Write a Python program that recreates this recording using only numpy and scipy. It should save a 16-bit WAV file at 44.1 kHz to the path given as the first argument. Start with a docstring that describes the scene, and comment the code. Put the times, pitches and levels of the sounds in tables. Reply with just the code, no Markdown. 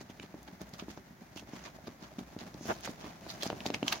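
"""Dull thuds and hollow knocks of hooves: goats trot about a pen of packed dirt beside a plank shed.
The hooves crack bits of grit, scuff through loose soil and snap dry litter; one drags and skids hard.
Towards the end the steps grow loud as one goat passes close by. The rest of the herd shuffles faintly.
The shed throws back a short reflection of the blows, and quiet open air lies underneath."""
import sys
import numpy as np
from scipy import signal
from scipy.fft import rfft, irfft
from scipy.io import wavfile

SR = 44100
rng = np.random.default_rng(int(sys.argv[2]) if len(sys.argv) > 2 else 0)


def dump(signal):
    """Clip the signal to [-1, 1] and save it as 16-bit WAV at the path in sys.argv[1]."""
    limited = np.clip(np.atleast_2d(signal).T, -1, 1)
    pcm = np.round(limited * 32767).astype(np.int16)
    wavfile.write(sys.argv[1], SR, pcm)


N = 176400
TIME = np.arange(N) / SR
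FREQS = np.maximum(np.arange(N // 2 + 1) * SR / N, 1)
LEFT_RIGHT = np.array([[.5], [-.5]])

# Hoof falls: start_s, level_db, pitch_hz
HOOF_FALLS = [(0.01, -38, 313), (0.098, -38, 260.0), (0.198, -40, 310.0), (0.238, -39, 287),
              (0.3425, -32.5, 290), (0.486, -42.5, 435), (0.615, -33.5, 285), (0.824, -34.5, 272),
              (0.883, -33.5, 313), (0.975, -34.5, 480), (1.362, -36, 274), (1.425, -38, 300),
              (1.534, -33.5, 245), (1.881, -33, 320), (2.211, -38, 230.0), (2.365, -33.5, 298),
              (2.415, -36.5, 303), (2.546, -35.5, 258), (2.610, -35, 260.0), (2.655, -33, 348),
              (2.876, -27, 700), (2.893, -32.5, 298), (3.043, -35, 440.0), (3.266, -34, 433),
              (3.464, -27, 288), (3.5017, -22.5, 600), (3.529, -26, 450), (3.663, -24, 310),
              (3.7023, -22.5, 370), (3.744, -29, 600.0), (3.8284, -20.5, 370)]
# Settling soil: freq_hz, gain_db
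SOIL_SPECTRUM = [(60, -9), (130, 3), (330, 1.5), (700, -17), (6000, -45)]

def thuds():
    """A hoof strikes the ground, which rings a little lower; the soil settles with a brief rumble."""
    ring_db, ring_ratio, ring_decay_s = -24, .8, .012
    rumble_db, rumble_decay_s = -30, .014
    out, settling, t = np.zeros(N), np.zeros(N), TIME[:SR // 10]
    for start_s, level_db, pitch_hz in HOOF_FALLS:
        push = -t * np.exp(-4 * np.pi * pitch_hz * t)
        blow = high_pass(resonate(push, pitch_hz, q=1.07), hz=122)
        ring_envelope = np.exp(-t / ring_decay_s) * (1 - np.exp(-pitch_hz * t))
        ring = -np.sin(2 * np.pi * ring_ratio * pitch_hz * t) * ring_envelope
        ground_db = .55 * level_db   # ring and rumble grow more slowly than the blow
        add(out, start_s, from_db(level_db) * blow / abs(blow).max())
        add(out, start_s, from_db(ring_db + ground_db) * ring)
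        add(settling, start_s, from_db(rumble_db + ground_db) * np.exp(-t / rumble_decay_s))
    return out + colour(settling * rng.standard_normal((2, N)), SOIL_SPECTRUM)


# Flat landings: start_s, level_db, pitch_hz
FLAT_LANDINGS = [(0.525, -44, 190), (0.606, -41, 240), (0.731, -41, 165), (0.897, -42, 205),
                 (1.105, -45, 215), (1.214, -43.5, 230), (1.786, -43, 620), (1.838, -44, 210),
                 (1.869, -40, 220), (2.023, -41, 245), (2.117, -44, 640), (2.1835, -30, 255),
                 (3.456, -33.5, 680), (3.656, -28, 720)]
# Crushed soil: freq_hz, gain_db
CRUNCH_SPECTRUM = [(90, -12), (180, 0), (750, -8), (3000, -24)]

def knocks():
    """A flat hoof cups the ground: a hollow note swells and sags in pitch while soil crunches."""
    sag_octaves_per_s, crunch_db = 16, -14.5
    notes, crushing, t = np.zeros(N), np.zeros(N), TIME[:SR // 10]
    for start_s, level_db, pitch_hz in FLAT_LANDINGS:
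        rise_s = 1 / pitch_hz
        glide_hz = pitch_hz * 2 ** (-sag_octaves_per_s * (t - rise_s))
        press = t / rise_s * np.exp(1 - t / rise_s)
        tone = np.sin(2 * np.pi * np.cumsum(glide_hz) / SR)
        add(notes, start_s, from_db(level_db) * press ** 2 * tone)
        add(crushing, start_s, from_db(level_db + crunch_db) * np.sqrt(press))
    return notes + colour(crushing * grains(), CRUNCH_SPECTRUM)


# Grit breaking under a hoof: start_s, level_db, pitch_hz
GRIT_CRACKS = [(0.198, -33, 2500), (0.227, -41, 2600), (0.737, -38, 4360), (0.797, -33.5, 3000),
               (1.361, -40, 4710.0), (2.19, -36.5, 3290.0), (2.389, -35, 3770), (2.542, -39.5, 4240),
               (2.847, -32, 3900), (3.011, -38, 3550.0), (3.424, -24, 3400), (3.4325, -23, 3300),
               (3.474, -27, 5500), (3.5017, -25, 2700), (3.605, -30.5, 2800), (3.663, -21, 4000),
               (3.703, -29, 3070.0), (3.74, -23, 2800), (3.744, -18.5, 2550), (3.829, -27, 2700),
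               (3.8803, -16.5, 2900), (3.881, -24, 6300), (3.924, -19, 2800), (3.927, -20, 4500)]

def cracks():
    """Grit breaks in a short burst; the harder the break, the more the chip rings at its own pitch."""
    decay_s, width, chip_db, trim_db, pan_db = .0019, .6, 23, .8, -1.5
    out, t = np.zeros((2, N)), TIME[:SR // 20]
    for start_s, level_db, pitch_hz in GRIT_CRACKS:
        mid, side = rng.standard_normal((2, len(t))) * np.exp(-t / decay_s)
        burst = resonate(mid + width * np.array([side, -side]), pitch_hz, q=1.8)
        crack = burst + from_db(chip_db + level_db) * resonate(burst, pitch_hz, q=5)
        add(out, start_s, from_db(level_db + trim_db) * crack / abs(crack).max())
    return out * from_db(pan_db * LEFT_RIGHT)


# Hooves in loose soil: peak_s, decay_s, level_db, tilt_db_per_octave
HOOF_SCUFFS = [(0.013, 0.012, -47, 0), (0.101, 0.016, -53, -2.5), (.232, 0.022, -51, -2),
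               (0.48, 0.009, -52, -4), (.615, 0.016, -49.5, -2), (0.741, 0.012, -49.5, 0),
               (.797, 0.014, -44, -1.5), (0.906, 0.024, -50, .5), (0.974, 0.012, -53, -3),
               (1.376, .02, -45, 1), (1.56, 0.07, -52, -2.5), (1.657, .022, -45, -2.8),
               (1.875, 0.016, -50.5, -3), (2.039, 0.032, -52, -2.5), (2.406, 0.021, -48, -1.5),
               (2.682, 0.05, -45.5, 1.5), (2.856, 0.035, -41.3, -0.5), (3.047, 0.057, -49.5, -3.5),
               (3.303, 0.033, -44.5, 0), (3.434, .026, -35.5, 0), (3.468, 0.013, -39.5, 0),
               (3.666, 0.013, -39, 0.5), (3.745, 0.0065, -32, 0), (3.88, 0.021, -35, -0.3),
               (3.928, 0.008, -29.5, 0), (3.94, 0.03, -40.5, -2)]
# Loose grit: freq_hz, gain_db
GRIT_SPECTRUM = [(150, -11), (700, 1), (1700, -0.5), (3000, -2.5), (6500, -2), (9000, -6)]

def scuffs():
    """Loose grains grind in clumps under each hoof; their colour shifts from moment to moment."""
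    clump_db, flicker_db, trim_db, pan_db = 2.2, 2.5, -1.15, -2
    rise_ratio, pivot_hz = .58, 3000
    clumps = grains() * from_db(clump_db * drift(rate_hz=450))
    grinding = rfft(colour(clumps, GRIT_SPECTRUM))
    pressures = np.array([swell(peak_s, rise_ratio * decay_s, decay_s, level_db)
                          for peak_s, decay_s, level_db, _ in HOOF_SCUFFS])
    tilt_db_per_octave = np.array(HOOF_SCUFFS)[:, 3]
    octaves = np.clip(np.round(2 * np.log2(FREQS / pivot_hz)) / 2, -2.5, 2)   # half-octave bands
    out = 0
    for octave in np.unique(octaves):
        band = irfft(grinding * (octaves == octave), N)
        envelope = np.sqrt(from_db(tilt_db_per_octave * octave) ** 2 @ pressures ** 2)
        out += band * envelope * from_db(flicker_db * drift(rate_hz=50))
    return out * from_db(trim_db + pan_db * LEFT_RIGHT)


# Hoof rasping on hard ground: freq_hz, gain_db
RASP_SPECTRUM = [(60, -13), (160, -3.5), (350, 1.5), (750, 0), (1800, -10.5), (2800, -19), (8000, -38)]

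def skid():
    """A hoof drags through sand with a thin hiss and judders over hard ground in a short, low rasp."""
    sand = rms_one(resonate(grains(), hz=6200, q=3))
    hiss = sand * stroke(start_s=2.63, end_s=2.715, fade_s=.025, level_db=-53)
    judder = grains() * stroke(start_s=2.692, end_s=2.72, fade_s=.005, level_db=-33.3)
    return hiss + colour(judder, RASP_SPECTRUM)


# Dry litter: peak_s, level_db
LITTER_SNAPS = [(0.43, -40), (0.616, -34), (.692, -41), (.784, -43), (.907, -40), (2.73, -38), (2.808, -38),
                (2.854, -33), (2.912, -39), (3.314, -38)]

def ticks():
    """Dry litter snaps, high and thin."""
    snaps = sum(swell(peak_s, rise_s=.0003, decay_s=.003, level_db=db) for peak_s, db in LITTER_SNAPS)
    return high_pass(snaps * rng.standard_normal((2, N)), hz=7500)


# Rest of the herd: time_s, level_db
HERD_LEVEL = [(0, -62), (.9, -58), (1.08, -64), (1.5, -58), (1.95, -59.5), (2.7, -54), (3.15, -53.5),
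              (3.58, -52), (3.8, -51.5)]
# Patter of its feet: freq_hz, gain_db
PATTER_SPECTRUM = [(60, -11), (130, -1), (200, 2), (330, -4.5), (750, -7), (1200, -13), (3000, -20.5),
                   (15000, -22)]

def shuffle():
    """Fainter feet make a restless patter and kick single crumbs loose."""
    flicker_db, crumbs_per_s, crumb_db = 2.3, 22, 21
    level_db = np.interp(TIME, *np.transpose(HERD_LEVEL))
    envelope = from_db(level_db + flicker_db * drift(rate_hz=55))
    patter = colour(grains() * envelope, PATTER_SPECTRUM)
    crumbs = (rng.random(N) < crumbs_per_s / SR) * rng.uniform(-1, 1, (2, N))
    return patter + colour(crumbs * from_db(level_db + crumb_db), GRIT_SPECTRUM)


# Reflected sound: freq_hz, gain_db
SHED_SPECTRUM = [(200, 1.5), (1000, -5), (8000, -4.5)]

def reflections(blows):
    """Shed wall and fence scatter a short tail."""
    envelope = swell(peak_s=.0049, rise_s=.00049, decay_s=.02, level_db=0)
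    scatter = rms_one(rng.standard_normal((2, N)) * envelope) / np.sqrt(N)
    tail = colour(scatter, SHED_SPECTRUM)[:, :SR // 4]
    return from_db(-14.5) * signal.fftconvolve(blows, tail, axes=1)[:, :N]


# Open air: freq_hz, gain_db
AIR_SPECTRUM = [(46, -14), (61, 7.5), (76, -8.5), (170, -2.5), (400, -10.5), (1200, -16.5), (2100, -15.5),
                (2900, -28), (9500, -24.5), (15000, -17.5)]

def open_air():
    """A steady low rumble with a faint hiss."""
    return from_db(-59.5) * colour(rng.standard_normal((2, N)), AIR_SPECTRUM)


# Left-right likeness: freq_hz, correlation
STEREO_CORRELATION = [(40, 0.76), (150, 0.94), (350, 0.87), (700, 0.35), (1300, 0), (2500, 0.28), (5000, 0)]

def colour(pair, spectrum):
    """Two unrelated signals become a stereo sound with this spectrum, at about the same power."""
    correlation = at_freqs(STEREO_CORRELATION)
    gain = rms_one(from_db(at_freqs(spectrum)))
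    mid, side = rfft(pair) * gain * np.sqrt([1 + correlation, 1 - correlation])
    return irfft([mid + side, mid - side], N)


def grains(rate_hz=3500, spread_db=3.5):
    """Two channels of dense clicks of uneven size, at unit power."""
    sizes = from_db(spread_db * np.minimum(rng.exponential(1, (2, N)), 4))
    signs = rng.choice([-1, 1], (2, N))
    return rms_one(sizes * signs * (rng.random((2, N)) < rate_hz / SR))


def drift(rate_hz):
    """Random wander at unit power."""
    return rms_one(np.interp(TIME * rate_hz, np.arange(2000), rng.standard_normal(2000)))


def swell(peak_s, rise_s, decay_s, level_db):
    """Exponential rise to a peak, then exponential decay."""
    out = np.zeros(N)
    span = slice(*np.searchsorted(TIME, [peak_s - 10 * rise_s, peak_s + 10 * decay_s]))
    t = TIME[span] - peak_s
    out[span] = from_db(level_db) * np.exp(-np.maximum(-t / rise_s, t / decay_s))
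    return out


def stroke(start_s, end_s, fade_s, level_db):
    """A held level, fading on both sides."""
    outside_s = abs(TIME - np.clip(TIME, start_s, end_s))
    return from_db(level_db) * np.exp(-outside_s / fade_s)


def resonate(x, hz, q):
    """Two-pole band-pass."""
    angle = 2 * np.pi * hz / SR
    damping = np.sin(angle) / (2 * q)
    poles = [1 + damping, -2 * np.cos(angle), 1 - damping]
    return signal.lfilter([damping, 0, -damping], poles, x + 1e-18)


def high_pass(x, hz):
    """Second-order low cut."""
    return signal.sosfilt(signal.butter(2, hz, "high", fs=SR, output="sos"), x)


def add(out, start_s, sound):
    """Mix a sound in at a time."""
    i = int(start_s * SR)
    out[..., i:i + sound.shape[-1]] += sound[..., :max(N - i, 0)]


def at_freqs(points):
    """A curve interpolated over log frequency."""
    hz, value = np.transpose(points)
    return np.interp(np.log(FREQS), np.log(hz), value)


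def from_db(db):
    """Decibels to gain."""
    return 10 ** (np.asarray(db) / 20)


def rms_one(x):
    """Scale to unit power."""
    return x / np.sqrt(np.mean(x ** 2) + 1e-20)


def scene():
    """Hooves, their reflections, the herd and the open air."""
    blows = thuds() + knocks() + cracks()
    air = open_air()
    return blows + reflections(blows) + scuffs() + skid() + ticks() + shuffle() + air


# Microphone: freq_hz, gain_db
MICROPHONE_RESPONSE = [(25, -12), (60, 1), (390, -0.5), (470, -5.5), (620, 1.5), (1250, 0), (1500, 1.5),
                       (2700, 0), (6700, -0.5), (7600, -11)]

def record(dry):
    """The microphone colours the sound, and the very top is cut."""
    cutoff_hz = 15900
    coloured = irfft(rfft(dry) * from_db(at_freqs(MICROPHONE_RESPONSE)), N)
    return signal.sosfilt(signal.ellip(12, .1, 70, cutoff_hz, fs=SR, output="sos"), coloured)


dry = scene()
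out = record(dry)
dump(out)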